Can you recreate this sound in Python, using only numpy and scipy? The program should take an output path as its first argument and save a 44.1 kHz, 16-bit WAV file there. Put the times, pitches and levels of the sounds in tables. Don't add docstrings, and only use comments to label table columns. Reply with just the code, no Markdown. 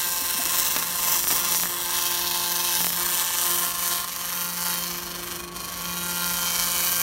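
import sys
import numpy as np
from scipy import signal
from scipy.fft import rfft, irfft, next_fast_len
from scipy.io import wavfile
from scipy.ndimage import uniform_filter1d, map_coordinates

SR = 44100
rng = np.random.default_rng(int(sys.argv[2]) if len(sys.argv) > 2 else 0)


def file_out(sig):
    cols = np.atleast_2d(sig).T
    lim = np.clip(cols, -1, 1)
    pcm = np.round(lim * 32767).astype(np.int16)
    wavfile.write(sys.argv[1], SR, pcm)


N = 309582
TIME = np.arange(N) / SR
SCAN_HZ, FLUTTER_HZ = 175.0, 24.3
SWEEP_RAD = 2 * np.pi * SCAN_HZ * TIME
RIM_WIDTH = 1.58
THICK_CRUST_DB = -23.5

# t/s, level/dB
BURST = [(0.0, -27.5), (0.43, -27.5), (0.6, -24), (0.91, -29.5), (1.13, -23), (1.19, -25), (1.215, -26.5),
         (1.29, -23.5), (1.315, -22.5), (1.45, -26.5), (1.54, -22.5), (1.645, -24.5), (1.665, -27.5),
         (1.73, -29), (1.88, -28.5), (1.95, -25), (2.16, -26.0), (2.7, -25.5), (2.76, -24), (2.86, -23.5),
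         (2.93, -27), (3.23, -25), (3.3, -28.5), (3.41, -24.5), (3.65, -25), (3.73, -31), (3.86, -25),
         (3.98, -26.5), (4.06, -33), (4.43, -27), (4.455, -29), (4.54, -30.5), (4.67, -25.5), (5.14, -35.5),
         (5.24, -34.5), (5.33, -33), (5.445, -39), (5.465, -43), (5.532, -49), (5.545, -36), (6.32, -23),
         (7.01, -23)]
# t/s, gain/dB
TREBLE = [(0, 2.5), (1, 2.5), (2.6, -0.5), (2.85, 1.5), (3, 1), (3.35, 0.5), (3.65, 0.5), (4.1, -1.5),
          (5.5, -2.5), (6.4, -7.5), (6.9, -2)]
# t/s, outer edge position on the scan line
AIM = [(0.0, -0.891), (0.45, -0.83), (0.87, -0.494), (1.03, -0.903), (1.25, -0.47), (1.44, -0.831),
       (1.61, -0.323), (1.76, -0.904), (1.81, -0.945), (2.12, -0.723), (2.39, -0.797), (2.52, -0.709),
       (2.68, -0.821), (2.87, -0.417), (3.05, -0.926), (3.15, -0.964), (3.37, -0.958), (3.57, -0.74),
       (3.84, -0.84), (3.98, -0.761), (4.13, -0.964), (4.34, -0.491), (4.61, -0.307), (5.09, -0.756),
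       (5.29, -0.692), (5.5, -0.825), (5.68, -0.778), (5.85, -0.449), (6.12, -0.385), (7.01, -0.685)]
# t/s, amplitude/rad
SWAY = [(0, 0.063), (2.3, .06), (3.5, 0.045), (4.4, .022), (7.02, .018)]
# t/s, exit share, inner edge share
SOOT = [(0, 0.35, 0.59), (1.1, 0.64, 0.45), (1.4, 0.32, 0.45), (4.1, 0.52, 0.58), (4.5, 0.28, 0.32),
        (7.02, .3, 0.34)]
# t/s, index (0 start, 1 early, 2 middle, 3 end)
PLACE = [(0, 0.5), (1.55, -0.5), (2.05, 1), (2.88, 1), (3.05, 2), (4.5, 3), (6.2, 3), (7.02, 3)]
# f/Hz, level/dB
CRACKLE_START = [(100,-13.5), (700,-9.5), (1050,0.5), (1350,-7.5), (1650,-4.5), (2100,-5.5), (2370,-14),
                 (2650,-6.5), (3150,0), (3500,-3), (3675,-8.5), (4200,-0.5), (4550,-11), (4850,-8.5),
                 (5600,-1), (6475,-5.5), (7900,-4), (9450,-3.5), (10400,-8), (11600,-3), (12950,-1.5),
                 (15575,-3)]
CRACKLE_EARLY = [(100,-21), (700,-23), (950,-4), (1320,-12.5), (1650,-3), (2000,-13), (2130,-8), (2380,-24),
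                 (2600,1.5), (2720,-5), (3150,-3.5), (3650,-4), (3850,-2.5), (4400,-5.5), (4850,-7),
                 (5425,-2.5), (6050,-4), (7800,-9), (9500,-5.5), (10500,-8.5), (11300,-5), (12600,-2.5),
                 (15575,-4.5)]
CRACKLE_MIDDLE = [(100, -18), (700, -13), (1050, -3), (1225, -11), (1575, -5), (2100, -10.5), (2450, -8.5),
                  (3150, -3.5), (3500, -3), (3675, -7.5), (4200, -8), (4375, -3.5), (4900, -14), (5250, -4),
                  (6125, -4.5), (7525, -7), (9100, -4), (10325, -11), (11725, -4), (14350, -2.5),
                  (15575, -8)]
CRACKLE_END = [(100, -34), (700, -14.5), (1050, -3.5), (1575, -5.5), (2100, -9.5), (2450, -7),
               (2625, -10.5), (3150, -1.5), (3500, -11.5), (4375, -2.5), (4900, -7.5), (5250, -4.5),
               (6125, -1.5), (7700, -7), (9450, -1.5), (10500, -7.5), (11200, 0.2), (12425, -3.5),
               (12950, 4), (15575, -4)]
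# f/Hz, level/dB
VAPOUR_START = [(450,-40),(700,-14.5),(875,3.5),(1050,-2),(1225,-9),(1400,-5.5),(1575,0),(1750,-2),(1925,-7.5),(2100,3.5),(2400,-19),(2625,-0.5),(3150,-6),(3500,-2),(3675,-14),(4025,-2.5),(4200,-7),(6000,-11),(12000,-34)]
VAPOUR_EARLY = [(450,-54),(700,-17.5),(875,4.5),(1050,-8),(1225,-18.5),(1400,-13),(1575,0),(1750,-11),(1925,-15),(2100,-3.5),(2350,-25.5),(2625,-3.5),(2975,-24),(3200,-4.5),(3675,-16),(3850,-4),(4375,-22),(4550,-11),(6000,-14),(12000,-40)]
VAPOUR_MIDDLE = [(450,-48),(700,-14.5),(875,2.5),(1050,-5),(1225,-6.5),(1400,-5),(1575,2),(1750,-3.5),(1925,-12),(2275,-9),(2450,-19),(2625,-4),(2975,-4),(3150,-2),(3325,-14),(3500,-3.5),(3850,-10),(4200,-8),(4550,-8.5),(6000,-12),(12000,-35)]
VAPOUR_END = [(450,-43),(700,-12.5),(875,-4),(1050,-2),(1225,-3.5),(1400,-4),(1575,-0.5),(1750,-5.5),(1925,-10),(2100,-4.5),(2275,-7.5),(2450,-3.5),(2700,-10),(2975,-0.5),(3150,2.5),(3325,-14.5),(3850,-5.5),(4200,-2.5),(4375,-0.5),(4550,-5),(6000,-5.5),(12000,-31)]
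VAPOUR_DB = [-30, -30, -29, -29]
# t/s, snap/dB, thump/dB, ring/dB, burn stall/dB
FLAKES = [(0.764, -1.5, -9.5, -29, -1), (0.7675, -3, -24, -26, 0.5), (0.826, -4, -32, -34, 1),
          (1.078, -19, -16, -35, -6), (1.2416, -2.5, -26, -33, 9), (1.272, -4, -19, -22, 16),
          (1.305, -1.5, -21, -27, 2), (1.312, -2, -19, -27, 5), (1.3254, -18, -12, -30, -1.5),
          (1.379, -22, -28, -34, 1), (1.548, -2.5, -35, -26, 3), (1.5987, -3, -34, -31, 11),
          (1.6349, -0.5, -24, -20, 11), (1.6566, -15, -39, -12.5, 5), (2.806, -8, -15, -35, -2),
          (2.8166, -18, -22, -36, 1), (2.829, -24, -33, -36, 9.5), (2.845, -0.5, -16, -35, 1),
          (2.868, -2, -18, -28, 22), (2.904, -5, -36, -28, 12), (2.931, -4, -39, -34, 5)]
SMEAR_HZ = [500, 1320, 4560]
# first delay/ms, last delay/ms, gain
CARVINGS = [(.72, 1.3, 0.15), (1.08, 0.87, 0.079), (1.9, 1.3, 0.06)]
# f/Hz, T60/s
WALL_T60 = [(200, 0.33), (2000, 0.18), (14000, 0.057)]
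# t/s, level/dB
HUM = [(0.0, -51), (0.31, -58), (0.9, -47.5), (1.04, -55), (1.67, -47), (1.74, -56.5), (2.57, -46),
       (2.68, -54), (2.84, -40), (3.3, -57), (3.5, -48), (3.85, -49.5), (4.2, -52), (4.34, -45.5),
       (4.9, -42), (5.0, -48.5), (5.7, -49), (5.89, -39), (7.01, -47.5)]
# t/s, level/dB
HUM_OCTAVE = [(0.0, -52), (0.33, -52), (0.73, -54), (1.03, -62), (1.1, -47.5), (1.67, -53.5), (1.7, -45.5),
              (2.77, -46), (2.86, -77), (3.01, -42), (3.32, -56), (3.52, -40.5), (3.78, -61), (3.92, -42.5),
              (4.11, -70), (4.91, -47.0), (5.52, -43.5), (5.7, -67), (5.92, -47), (6.64, -57.5),
              (6.71, -52.5), (7.01, -53.5)]
# t/s, level/dB
WHINE = [(0, -70), (3.2, -48.5), (4.5, -49), (5.2, -50.5), (5.9, -41.5), (6.3, -59), (7.02, -41)]
# t/s, level/dB, f/Hz
BUMPS = [(.215, -37, 270), (.345, -39, 200), (0.386, -32, 257), (.395, -33, 677), (.455, -37, 303),
         (1.631, -37, 190)]
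# f/Hz, level/dB
STREET = [(20, -32), (36, -10), (52, 1), (68, -3.5), (120, -8.5), (250, -8), (450, -9), (1000, -15.5),
          (2500, -16.5), (8000, -61), (16000, -50)]


def laser(crackle_db=3.0, brightening=0.51, split_hz=7000):
    (burst_db,), (treble_db,), (place,) = curves(BURST), curves(TREBLE), curves(PLACE)
    half_rad, stall_db, tremble = half_arc(), stall(), flutter()
    excess_db = burst_db - THICK_CRUST_DB
    grit = crackle(half_rad)
    lows = signal.filtfilt(*signal.butter(1, split_hz, fs=SR), grit)
    tilt = amp(brightening * excess_db / 2)
    body = lows / tilt * amp(-0.56 * stall_db)
    sizzle = (grit - lows) * tilt * amp(treble_db)
    crust = amp(burst_db + crackle_db) * tremble * (body + sizzle)
    buzz_db = np.interp(place, np.arange(len(VAPOUR_DB)), VAPOUR_DB) + 0.78 * excess_db - stall_db
    vapour = amp(buzz_db + 0.09 * wobble(30)) * tremble ** 1.44 * vapour_buzz(half_rad)
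    return crust + vapour + flakes()


def crackle(half_rad, grains_per_s=4200, plume_share=.25, spread_db=3.1, snap_db=-2, highpass_hz=3800):
    rate = burn_rate(half_rad)
    counts = rng.poisson(grains_per_s / SR * (rate / rate.mean() + plume_share))
    grains = np.sqrt(counts) * rng.choice([-1, 1], N)
    grains *= amp(spread_db * rng.standard_normal(N) - 1.6 * wobble(400))
    grains = patchy(grains, depth_db=0.5, width_hz=2370, life_s=.003, size=64)
    snaps = edge_pulses(half_rad, width_rad=.018, rough_db=2.5, scatter_rad=.03)
    snaps = signal.lfilter(*signal.butter(2, highpass_hz, "high", fs=SR), snaps)
    grit = unit(grains) + amp(snap_db) * unit(snaps)
    grit = patchy(grit, depth_db=1.16, width_hz=779, life_s=.16, size=256)
    return colour_by_place(grit, [CRACKLE_START, CRACKLE_EARLY, CRACKLE_MIDDLE, CRACKLE_END])


def vapour_buzz(half_rad):
    puffs = edge_pulses(half_rad, width_rad=.035, rough_db=.7, scatter_rad=.004)
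    puffs = patchy(puffs - puffs.mean(), depth_db=1.6, width_hz=408, life_s=.075, size=512)
    return colour_by_place(puffs, [VAPOUR_START, VAPOUR_EARLY, VAPOUR_MIDDLE, VAPOUR_END])


def half_arc(shake_rad=.0025):
    (aim,), (sway_rad,) = curves(AIM), curves(SWAY)
    rocking_rad = sway_rad * np.sin(2 * np.pi * FLUTTER_HZ * TIME)
    return np.arccos(np.clip(aim, -.98, .5)) + rocking_rad + shake_rad * wobble(90)


def burn_rate(half_rad, edge_width=.044, outer_soot=4.5, inner_soot=2.2, entry_bias=.4):
    inset = np.cos(SWEEP_RAD) - np.cos(half_rad)
    outer, inner = inset / edge_width, (inset - RIM_WIDTH) / edge_width
    edges = outer_soot * np.exp(-outer ** 2) + inner_soot * np.exp(-inner ** 2)
    on_stone = (1 + np.tanh(outer)) / 2
    in_focus = 1 - (1 + np.tanh(inner)) / 4
    entry_gain = 1 - entry_bias * np.sin(SWEEP_RAD)
    return (on_stone * in_focus + edges) * entry_gain


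def edge_pulses(half_rad, width_rad, rough_db, scatter_rad):
    exit_share, inner_share = curves(SOOT)
    inner_rad = np.arccos(np.clip(np.cos(half_rad) + RIM_WIDTH, -1, .95))
    crossings = [(-half_rad, 1), (half_rad, exit_share),
                 (-inner_rad, inner_share), (inner_rad, inner_share)]
    out = np.zeros(N)
    for at_rad, share in crossings:
        gain = share * amp(rough_db * wobble(SCAN_HZ))
        offset_rad = SWEEP_RAD - at_rad + scatter_rad * wobble(SCAN_HZ)
        out += gain * np.exp(2 * (np.cos(offset_rad) - 1) / width_rad ** 2)
    return out


def flutter(depth_db=0.9, thin_below_db=-29, flicker_db=.5):
    burst_db, = curves(BURST)
    swing_db = depth_db + 0.31 * np.maximum(thin_below_db - burst_db, 0)
    return amp(swing_db * np.sin(2 * np.pi * FLUTTER_HZ * TIME) + flicker_db * wobble(45))


def flakes(snap_s=.00009, thump_s=.00046, ring_hz=1800, ring_t60_s=.006):
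    out, t = np.zeros(N + SR), np.arange(SR // 50) / SR
    snap, thump = [(1 - t / tau_s) * np.exp(-t / tau_s) for tau_s in (snap_s, thump_s)]
    ring = np.sin(2 * np.pi * ring_hz * t) * amp(-60 * t / ring_t60_s)
    for at_s, snap_db, thump_db, ring_db, _ in FLAKES:
        pop = amp(snap_db) * snap + amp(thump_db) * thump + amp(ring_db) * ring
        out[round(at_s * SR):][:len(t)] += pop
    return smear(out[:N])


def stall(width_s=0.035):
    return np.max([db * np.exp(-((TIME - at_s) / width_s) ** 2) for at_s, *_, db in FLAKES], axis=0)


def smear(x):
    for hz in SMEAR_HZ:
        slope = np.tan(np.pi * hz / SR)
        c = (slope - 1) / (slope + 1)
        x = signal.lfilter([c, 1], [1, c], x)
    return x


def facade(x, wet_db=-11):
    near = x.copy()
    for first_ms, last_ms, gain in CARVINGS:
        delay_samples = np.linspace(first_ms, last_ms, N) * SR / 1000
        near += gain * map_coordinates(x, [np.arange(N) - delay_samples])
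    hz, t, noise = signal.stft(rng.standard_normal(SR // 4), SR, nperseg=256)
    decay = amp(-60 * t / log_interp(WALL_T60, hz)[:, None])
    tail = signal.istft(noise * decay, SR, nperseg=256)[1]
    return near + amp(wet_db) * signal.fftconvolve(x, tail / np.linalg.norm(tail))[:N]


def hum_and_whine(whine_hz=1116.0, waver_db=1):
    (first_db,), (second_db,) = curves(HUM), curves(HUM_OCTAVE)
    (burst_db,), (whine_db,) = curves(BURST), curves(WHINE)
    third_db = -48.5 + 0.86 * (burst_db - THICK_CRUST_DB) - stall()
    hum = sum(amp(db + waver_db * wobble(7)) * np.sin(k * SWEEP_RAD)
              for k, db in enumerate([first_db, second_db, third_db], 1))
    whine = amp(whine_db) * np.sin(2 * np.pi * whine_hz * TIME + 0.11 * wobble(6.4))
    return np.sqrt(2) * (hum + whine)


def bumps(rise_s=0.0058, width_hz=45):
    out = np.zeros(N)
    for at_s, db, hz in BUMPS:
        age = np.maximum(TIME - at_s, 0) / rise_s
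        out += amp(db) * age * np.exp(1 - age) * np.sin(2 * np.pi * hz * TIME + wobble(width_hz))
    return out


def street(level_db=-48.5, rise_db=2.5, rise_span_s=(4, 4.8), drift_db=1):
    db = level_db + np.interp(TIME, rise_span_s, [0, rise_db]) + drift_db * wobble(2.37)
    return amp(db) * unit(coloured(rng.standard_normal(N), STREET))


def colour_by_place(x, spectra):
    place, = curves(PLACE)
    place = np.clip(place, 0, len(spectra) - 1)
    mix = sum(np.maximum(1 - np.abs(place - k), 0) * unit(coloured(x, spectrum))
              for k, spectrum in enumerate(spectra))
    power = uniform_filter1d(mix * mix, size=8 * round(SR / SCAN_HZ))
    return mix / np.sqrt(np.abs(power) + 1e-12)


def patchy(x, depth_db, width_hz, life_s, size):
    hz, t, spectrum = signal.stft(x, SR, nperseg=size)
    rows, cols = np.meshgrid(hz / width_hz, t / life_s, indexing="ij")
    knots = rng.standard_normal((int(rows.max()) + 2, int(cols.max()) + 2))
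    gain_db = depth_db * unit(map_coordinates(knots, [rows, cols], order=1))
    return signal.istft(spectrum * amp(gain_db), SR, nperseg=size)[1][:N]


def coloured(x, points, size=8192):
    cepstrum = irfft(np.log(amp(log_interp(points, np.fft.rfftfreq(size, 1 / SR)))))
    cepstrum[1:size // 2] *= 2
    cepstrum[size // 2 + 1:] = 0
    impulse = irfft(np.exp(rfft(cepstrum)))[:size // 2]
    return signal.fftconvolve(x, impulse)[:N]


def wobble(rate_hz):
    return map_coordinates(rng.standard_normal(int(N * rate_hz / SR) + 4), [TIME * rate_hz])


def curves(rows):
    times_s, *columns = np.transpose(rows)
    return [np.interp(TIME, times_s, column) for column in columns]


def log_interp(points, hz):
    knots_hz, values = np.transpose(points)
    return np.interp(np.log(hz + 1), np.log(knots_hz + 1), values)


def amp(db):
    return 10 ** (np.asarray(db) / 20)


def unit(x):
    return x / np.sqrt(np.mean(x ** 2) + 1e-20)


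def scene():
    return (amp(-1.5) * facade(laser()) + hum_and_whine() + bumps() + street())[None]


def record(dry):
    cutoff_hz = 15800
    size = next_fast_len(N + SR // 2)
    passband = np.fft.rfftfreq(size, 1 / SR) < cutoff_hz
    return irfft(rfft(dry, size) * passband, size)[..., :N]


dry = scene()
out = record(dry)
file_out(out)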